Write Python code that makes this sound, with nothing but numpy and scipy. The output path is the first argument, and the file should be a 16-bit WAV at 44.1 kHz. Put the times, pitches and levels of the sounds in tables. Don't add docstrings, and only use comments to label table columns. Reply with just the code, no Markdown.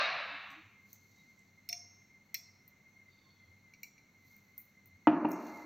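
import sys
import numpy as np
from scipy import signal
from scipy.fft import rfft, irfft, next_fast_len
from scipy.io import wavfile
from scipy.ndimage import uniform_filter1d

SR = 44100
rng = np.random.default_rng(int(sys.argv[2]) if len(sys.argv) > 2 else 0)


def materialize(psi):
    bounded = np.clip(np.atleast_2d(psi).T, -1, 1)
    quanta = np.round(bounded * 32767).astype(np.int16)
    wavfile.write(sys.argv[1], SR, quanta)


N = 249555
TIME = np.arange(N) / SR
HZ = np.fft.rfftfreq(2 * next_fast_len(N // 2 + 1), 1 / SR)


# (frequency [Hz], level [dB], t60 [s])
TUBE_MODES = [(2118, -16, .16), (3575, -25, .22), (4290, -16, .1), (5278, -13, .55), (5305, 1, .07),
              (5366, -11, .35), (5420, -11, .3), (5485, -6, .13), (5476, -20, .8), (6272, -17, .35),
              (6310, -15, .4), (6350, -19, .8), (8800, -20, .22)]
AIR_COLUMN_MODES = [(698.2, -5, 0.5), (717, -12, 0.38)]
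NECK_MODES = [(1930, 0, 0.013), (2217, 0, 0.034), (2450, 0.5, 0.02), (2764, -5, 0.043), (3400, -26, 0.16),
              (3980, -16, 0.041), (4220, -5, 0.035), (4700, -18.5, 0.024), (5510, -0.5, 0.023),
              (5630, 14, 0.024), (6420, 1, 0.024)]
WALL_MODES = [(2345, -4, .3), (2595, -7, .4), (3542, -9, .35), (4226, 1, .45), (4732, -3, .35),
              (5071, -2, .3), (5270, -3, .25), (6433, -4, .35)]
# (frequency [Hz], level [dB])
CLACK_SPECTRUM = [(300, -48), (1100, -37), (1600, -16), (2050, 10.5), (2700, 2.5), (3200, -10.5), (4200, 5),
                  (4800, 1), (5550, 17.5), (6050, -9), (6600, -16), (8000, -25), (11000, -56)]
TICK_SPECTRUM = [(2000, -43), (7000, -5.5), (9800, -25), (11300, -30), (12500, -14), (13500, 10),
                 (14700, 0.5), (15400, -5), (16200, -23)]
# (time [s], tube [dB], neck [dB], wall [dB], clack [dB], tick [dB],
# hardness as tilt [dB/octave], step per rebound [dB])
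CLINK_HITS = [(1.6894, -40, -55, -63, -38.5, -37, 3.5, -0.5), (1.6919, -35, -54, -70, -62, -43, -1, -11),
              (1.7272, -44.5, -28.5, -55, -32.5, -46, -2, -27),
              (2.3434, -57, -34.5, -48, -34.5, -29, -1, -2.5),
              (2.3472, -70, -37.5, -83, -33.5, -49, -4.5, -7), (2.3602, -82, -50, -68, -54, -70, 9, -3.5)]

def clinks(air_db=-20, contacts=3, rebound_s=0.0038):
    rings, blows, air = np.zeros((3, N))
    beating = dict(beat_db=4, beat_rate_hz=14)
    tube = ring(TUBE_MODES, rise_s=0.00092, **beating)
    column = ring(AIR_COLUMN_MODES, rise_s=0.019)
    wall = ring(WALL_MODES, rise_s=0.003, **beating)
    for s, tube_db, neck_db, wall_db, clack_db, tick_db, hardness, rebound_db in CLINK_HITS:
        add(rings, s, amp(tube_db) * tube + amp(wall_db) * wall)
        add(air, s, amp(tube_db + air_db) * column)
        add(blows, s, amp(tick_db) * crack(TICK_SPECTRUM, t60_s=0.008, push=0.21, rise_s=0.0005))
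        neck = amp(neck_db) * ring(tilt(NECK_MODES, hardness), rise_s=0.0014, size=4096)
        for k in range(contacts):
            clack = crack(tilt(CLACK_SPECTRUM, hardness), t60_s=0.0058, push=0.41, rise_s=0.00063)
            add(blows, s + k * rebound_s, amp(k * rebound_db) * (neck + amp(clack_db) * clack))
    rings = room(rings, tail_db=-8.5, near_db=-21, near_t60_s=0.28)
    blows = room(blows, tail_db=-10.5, near_db=-11.5, near_t60_s=0.18)
    return rings + blows + air


# (frequency [Hz], level [dB], t60 [s])
BENCH_MODES = [(164.6, -24.5, 0.53), (239, -15.5, 0.97), (312, 7, 0.04), (306, -4.5, 0.34), (358, -15.5, 1),
               (388, -14, .6), (531, -22.5, 0.52), (673, -18, 0.25), (846, -23.5, 0.42), (1225, -32, 0.35),
               (1263, -31.5, 0.77)]
BASE_MODES = [(705, -15, 0.099), (857, 8, 0.0075), (1130, 0.5, 0.0064), (1610, -19, 0.03)]
# (frequency [Hz], level [dB])
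KNOCK_SPECTRUM = [(30, -43.5), (90, -27.5), (190, 4.5), (550, 4), (850, 17.5), (1300, -14), (1900, -17.5),
                  (2750, -6.5), (3200, -41), (4400, -39), (6000, -79), (9000, -75.5), (14000, -60)]
RATTLE_SPECTRUM = [(300, -39), (1300, 10.5), (2000, 11), (2850, 7.5), (3300, -5.5), (4400, -12.5),
                   (5500, -23.5), (7000, -41), (10000, -52), (14000, -33)]
# (time [s], knock [dB], base [dB], boom [dB], rattle [dB])
LANDING_HITS = [(5.0715, -17.5, -9, -19.5, -28.5), (5.0745, -36.5, -40, -15, -31),
                (5.078, -27, -42.5, -15.5, -33), (5.0844, -28, -22.5, -24, -46),
                (5.248, -24, -27, -21, -45), (5.2523, -26, -33, -22.5, -45)]

def set_down(low_cut_hz=105):
    knocks, booms, glass = np.zeros((3, N))
    bench = ring(BENCH_MODES, rise_s=0.00027)
    base = ring(BASE_MODES, rise_s=0.00047)
    for s, knock_db, base_db, boom_db, rattle_db in LANDING_HITS:
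        add(knocks, s, amp(base_db) * base)
        add(knocks, s, amp(knock_db) * crack(KNOCK_SPECTRUM, t60_s=0.012, push=0.29, rise_s=0.0015))
        add(booms, s, amp(boom_db) * bench)
        add(glass, s, amp(rattle_db) * crack(RATTLE_SPECTRUM, t60_s=0.026, push=0.84, rise_s=0.00083))
    sound = room(knocks, tail_db=5, near_db=-9.5, near_t60_s=0.45)
    sound += room(booms, tail_db=-11, near_db=-30.5, near_t60_s=0.092)
    sound += room(glass, tail_db=-12, near_db=-7.5, near_t60_s=0.25)
    return signal.sosfilt(signal.butter(3, low_cut_hz, "highpass", fs=SR, output="sos"), sound)


# (frequency [Hz], level [dB], t60 [s])
FILLED_TUBE_MODES = [(2273, -1.5, 0.034), (2323, -29, 0.1), (2360, -17.5, .08), (2770, -21.5, .07),
                     (4130, -18.5, 0.069), (4545, -23.5, 0.067), (5650, -10, 0.034), (5980, -17, 0.04),
                     (6770, -26, 0.05)]
# (frequency [Hz], level [dB])
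NUDGE_SPECTRUM = [(2000, -38), (7700, -7), (9500, -38), (11500, -27), (13200, 0), (14800, 9), (15500, 0),
                  (16200, -22)]
# (time [s], ping [dB], tick [dB])
NUDGE_HITS = [(3.7362, -46, -69), (3.8319, -35, -42), (3.979, -51.5, -75), (4.365, -62, -57)]

def nudges():
    out = np.zeros(N)
    ping = ring(FILLED_TUBE_MODES, rise_s=0.00146)
    for s, ping_db, tick_db in NUDGE_HITS:
        add(out, s, amp(ping_db) * ping)
        add(out, s, amp(tick_db) * crack(NUDGE_SPECTRUM, t60_s=0.0095, push=0.25, rise_s=0.0006))
    return room(out, tail_db=-8, near_db=-7, near_t60_s=0.17)


def pour(start_s=3.06, drops_per_s=220, dry_db=-84):
    rise_s, slacken_s, fade_db_per_s = 0.089, 0.25, 61
    start_hz, sink_hz_per_s, width_hz, upper_ratio = 3690, 800, 240, 1.245
    t = np.clip(TIME - start_s, 0, 1)
    hz = start_hz - sink_hz_per_s * t
    flow = np.minimum(t / rise_s, 1) * amp(-fade_db_per_s * np.maximum(t - slacken_s, 0))
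    drops = rng.standard_normal(N) * (rng.random(N) < drops_per_s / SR)
    trickle = unit(resonate(drops, hz, width_hz) + resonate(drops, hz * upper_ratio, width_hz))
    return room(amp(dry_db) * flow * trickle, tail_db=10.5, near_db=8, near_t60_s=0.1)


# (frequency [Hz], level [dB])
TAP_SPECTRUM = [(2000, -35.5), (7000, -19.5), (9500, -19), (11000, -13.5), (12500, 4.5), (13800, 10.5),
                (15200, 4.5), (16000, -7.5)]
SCRATCH_SPECTRUM = [(1000, -33), (3500, -50), (5000, -14.5), (5900, 8), (6900, -4.5), (8000, -6.5),
                    (9800, -26), (12000, -14.5), (16000, -33)]
# (time [s], tap [dB], scratch [dB])
TOUCH_HITS = [(0.504, -68, -61), (0.514, -66, -70), (0.521, -71, -72), (0.93, -46, -51), (1.392, -86, -64),
              (2.678, -51.5, -88), (2.689, -78, -98), (4.579, -37.5, -87), (4.595, -56, -87),
              (4.858, -55.5, -78), (4.874, -60, -95), (5.288, -55, -68), (5.3168, -46.5, -47),
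              (5.332, -56, -60)]

def touches():
    out = np.zeros(N)
    for s, tap_db, scratch_db in TOUCH_HITS:
        add(out, s, amp(tap_db) * crack(TAP_SPECTRUM, t60_s=0.0089, push=0.3, rise_s=0.0013))
        add(out, s, amp(scratch_db) * crack(SCRATCH_SPECTRUM, t60_s=0.0053, push=0.2, rise_s=0.0011))
    return room(out, tail_db=-5, near_db=-6.5, near_t60_s=0.11)


# (frequency [Hz], level [dB])
ECHO_SPECTRUM = [(88, -31), (150, -24), (250, -16.5), (343, -23), (440, -11.5), (551, -0.5), (704, 1.5),
                 (860, -2.5), (970, -2), (1150, 0.5), (1420, -1.5), (2330, 0.5), (2800, -4.5), (3300, -11),
                 (3870, -4), (6010, -21.5), (10000, -80), (13000, -109)]
# (frequency [Hz], t60 [s])
ECHO_DECAY = [(200, 1.7), (500, 0.94), (1200, 1.61), (2700, 1.78), (4000, 1.37), (5500, 0.88), (8000, 0.7)]
# (frequency [Hz], level [dB], initial t60 [s])
ECHO_RESONANCES = [(695, -8, 1), (1104, -4.5, 1.7), (1192, -3, 1), (1324, -4, 1), (1583, -6, .8),
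                   (1674, -5, 1.6), (1723, -2, .7), (1787, -8, 1.5), (2143, -8, 1.7), (2263, -3, 1),
                   (2360, -5, 1.5), (2480, -7, 1), (2622, -6, 1.2), (2719, -4, 1.4), (2832, -9, 1.2),
                   (3036, -14, 1.2), (3752, -10, 1), (3784, -9, 1.2), (3881, -10, 1), (4285, -13, 1.1)]

def echo(wash_db=-32.5, ring_db=-45, beat_db=6, beat_rate_hz=8, knee_s=0.54, extra_db_per_s=48):
    wash = unit(mottle(hiss(ECHO_SPECTRUM), depth_db=1.5))
    sound = amp(wash_db) * die_away(wash, ECHO_DECAY)
    beats = narrow_noise(0, beat_rate_hz)
    for hz, db, t60_s in ECHO_RESONANCES:
        beat = np.roll(beats, rng.integers(N))
        envelope = amp(ring_db + db - 60 * TIME / t60_s + beat_db * beat)
        sound += envelope * np.sin(2 * np.pi * (hz * TIME + rng.random()))
    return sound * amp(-extra_db_per_s * np.maximum(TIME - knee_s, 0))


# (centre time [s], frequency [Hz], level [dB])
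BUMP_TONES = [(0.146, 149, -60), (0.338, 286, -60.5), (0.53, 276, -63), (0.587, 316, -58),
              (0.663, 100.7, -58.5), (1.2, 3820, -70), (2.922, 6180, -77), (3.276, 1067, -72.5),
              (3.493, 94.3, -56), (4.956, 93, -59)]

def bumps(length_s=0.088):
    out = np.zeros(N)
    t = TIME[:round(length_s * SR)]
    for s, hz, db in BUMP_TONES:
        tone = np.sin(2 * np.pi * (hz * t + rng.random()))
        add(out, s - length_s / 2, amp(db) * np.hanning(len(t)) * tone)
    return out


# (frequency [Hz], level [dB])
HISS_SPECTRUM = [(2500, -17.5), (3600, -1), (4300, 10), (5100, -3), (6000, 9), (6900, 3), (7800, -6.5),
                 (10000, -34)]
FIZZ_SPECTRUM = [(8000, -41), (10600, -4.5), (11500, -20), (12200, 3), (15200, 4.5), (15900, -16)]
# (peak time [s], length [s], hiss [dB], fizz [dB])
NOISE_SWELLS = [(0.907, 0.46, -73, -74.5), (1.152, 1, -74.5, -84), (4.285, 0.7, -76, -76.5),
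                (4.602, 0.13, -98, -58.5), (5.312, 0.052, -75.5, -57), (5.447, 1, -66, -71)]

def rustle_and_hiss(idle_hiss_db=-90.5, idle_fizz_db=-96.5, range_db=24, rise_share=0.24, grain_db=2):
    hiss_gain, fizz_gain = amp(idle_hiss_db), amp(idle_fizz_db)
    for s, length_s, hiss_db, fizz_db in NOISE_SWELLS:
        from_peak = (TIME - s) / length_s
        fade_db = range_db * np.maximum(-from_peak / rise_share, from_peak / (1 - rise_share))
        hiss_gain = np.hypot(hiss_gain, amp(hiss_db - fade_db))
        fizz_gain = np.hypot(fizz_gain, amp(fizz_db - fade_db))
    grain = amp(grain_db * unit(uniform_filter1d(rng.standard_normal(N), size=260)))
    return grain * (hiss_gain * hiss(HISS_SPECTRUM) + fizz_gain * hiss(FIZZ_SPECTRUM))


def whine(centre_hz=2104.3, core_hz=48, skirt_hz=130, level_db=-70):
    waver_hz, waver_db, waver_rate_hz = 19, 4, 11
    swell_at_s, swell_width_s, swell_db = 5.56, 0.29, 9.5
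    hz = centre_hz + waver_hz * narrow_noise(0, waver_rate_hz)
    out = np.zeros(N)
    for part_hz, width_hz, part_db in [(hz, core_hz, 0), (hz, skirt_hz, -7), (2 * hz, skirt_hz, -20)]:
        tone = unit(resonate(rng.standard_normal(N), part_hz, width_hz))
        waver = np.tanh(narrow_noise(0, waver_rate_hz))
        out += tone * amp(level_db + part_db + waver_db * waver)
    swell = np.exp(-((TIME - swell_at_s) / swell_width_s) ** 2)
    return out * amp(swell_db * swell)


# (frequency [Hz], level [dB])
AIR_SPECTRUM = [(25, -13), (60, -8.5), (110, 2.5), (210, 2.5), (330, -6.5), (600, -13), (1700, -14.5),
                (2400, -15), (3200, -24), (4300, -16.5), (5000, -31), (6200, -16), (9500, -42.5),
                (13500, -27)]
# (frequency [Hz], half-width [Hz], level [dB])
HUM_TONES = [(49.3, 2.5, -94), (96.94, 2.2, -76), (200.3, 2.5, -79.5), (5760, 130, -90), (14960, 25, -93)]

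def still_air(air_db=-70):
    hum = sum(amp(db) * narrow_noise(hz, width_hz) for hz, width_hz, db in HUM_TONES)
    return amp(air_db) * hiss(AIR_SPECTRUM) + hum + whine()


# (frequency [Hz], level [dB])
TAIL_SPECTRUM = [(100, 6), (300, 3.5), (700, -13), (1500, -8), (2850, -9), (3150, -15), (4400, -1.5),
                 (6000, 3), (9000, 0.5), (14000, -41)]
# (frequency [Hz], t60 [s])
TAIL_DECAY = [(100, 0.18), (500, 1.65), (1500, 1.9), (2900, 1.6), (3150, 0.35), (4500, 0.69), (6000, 0.62),
              (9000, 0.27), (14000, .28)]

def room(x, tail_db, near_db, near_t60_s):
    t = TIME[:SR]
    near_noise, tail_noise = rng.standard_normal((2, SR))
    near = unit(near_noise * amp(-60 * t / near_t60_s) * (t > 0.003)) / np.sqrt(SR)
    tail = die_away(tail_noise * (1 - np.exp(-t / 0.01)), TAIL_DECAY)
    hz = np.fft.rfftfreq(SR, 1 / SR)
    energy = curve_at(TAIL_DECAY, hz) * SR / (2 * np.log(1000))
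    tail = irfft(rfft(tail) * amp(curve_at(TAIL_SPECTRUM, hz)) / np.sqrt(energy), SR)
    return x + signal.fftconvolve(x, amp(near_db) * near + amp(tail_db) * tail)[:N]


def ring(modes, rise_s, size=SR, beat_db=0, beat_rate_hz=1):
    t = TIME[:size]
    tone = np.zeros(size)
    for hz, db, t60_s in modes:
        rates = beat_rate_hz * rng.uniform(0.44, 2.9, (2, 1))
        signs = rng.choice([-1, 1], (2, 1))
        beat = (signs * np.sin(np.pi * rates * t)).sum(0)
        tone += amp(db - 60 * t / t60_s + beat_db * beat) * np.sin(2 * np.pi * hz * t)
    tone *= 1 - np.exp(-(t / rise_s) ** 2)
    return tone / abs(tone).max()


def crack(spectrum, t60_s, push, rise_s, size=4096):
    t = TIME[:size]
    scatter = unit(rng.standard_normal(size) * amp(-60 * t / t60_s) * (1 - np.exp(-t / rise_s)))
    drive = scatter + push * unit(signal.unit_impulse(size))
    log_gain = np.log(amp(curve_at(spectrum, abs(np.fft.fftfreq(size, 1 / SR)))))
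    minimum_phase = np.exp(np.conj(signal.hilbert(log_gain)))
    sound = np.fft.ifft(np.fft.fft(drive) * minimum_phase).real
    return unit(sound) * np.sqrt(64 / size)


def resonate(x, hz, width_hz):
    carrier = np.exp(2j * np.pi * np.cumsum(hz * np.ones(len(x))) / SR)
    pole = np.exp(-np.pi * width_hz / SR)
    for _ in range(2):
        x = 2 * (carrier * signal.lfilter([1 - pole], [1, -pole], x / carrier)).real
    return x


def die_away(x, decay):
    hz, t, bins = signal.stft(x, SR, nperseg=512, noverlap=384)
    fade = amp(-60 * t / curve_at(decay, hz)[:, None])
    return signal.istft(bins * fade, SR, nperseg=512, noverlap=384)[1][:len(x)]


def mottle(x, depth_db):
    bins = signal.stft(x, SR, nperseg=1024, noverlap=768)[2]
    patches = uniform_filter1d(rng.standard_normal(bins.shape), size=3, axis=0)
    streaks = unit(uniform_filter1d(patches, size=36, axis=1))
    return signal.istft(bins * amp(depth_db * streaks), SR, nperseg=1024, noverlap=768)[1][:len(x)]


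def hiss(spectrum):
    return unit(coloured(rng.standard_normal(N), amp(curve_at(spectrum, HZ))))


def narrow_noise(centre_hz, half_width_hz):
    band = 1 / (1 + abs((HZ - centre_hz) / half_width_hz) ** 3)
    return unit(coloured(rng.standard_normal(N), band))


def coloured(x, gain):
    return irfft(rfft(x, 2 * (len(HZ) - 1)) * gain)[:N]


def tilt(spectrum, db_per_octave, pivot_hz=3500):
    return [(hz, db + db_per_octave * np.log2(hz / pivot_hz), *rest) for hz, db, *rest in spectrum]


def curve_at(points, hz):
    point_hz, values = np.transpose(points)
    return np.interp(np.log(hz + 1), np.log(point_hz + 1), values)


def add(mix, start_s, sound):
    part = mix[max(round(start_s * SR), 0):][:len(sound)]
    part += sound[:len(part)]


def amp(db):
    return 10 ** (np.asarray(db) / 20)


def unit(x):
    return x / np.sqrt(np.mean(x ** 2) + 1e-30)


# (frequency [Hz], side minus mid [dB])
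AIR_WIDTH = [(30, -5.5), (100, -22.5), (200, -23), (400, -14.5), (1300, -11), (2200, -10), (4400, -10),
             (8000, -6.5), (15000, -14.5)]

def scene(spread_db=-31):
    centre = clinks() + nudges() + touches() + set_down() + echo() + rustle_and_hiss() + pour() + bumps()
    air_side = coloured(still_air(), amp(curve_at(AIR_WIDTH, HZ)))
    reflections = room(centre, tail_db=-29, near_db=-49.5, near_t60_s=0.1) - centre
    side = air_side + amp(spread_db) * reflections
    mid = centre + still_air()
    return np.array([mid + side, mid - side])


def record(dry):
    lowpass = signal.firwin(511, 16100, window=("kaiser", 9), fs=SR)
    return signal.oaconvolve(dry, lowpass[None], "same")


dry = scene()
out = record(dry)
materialize(out)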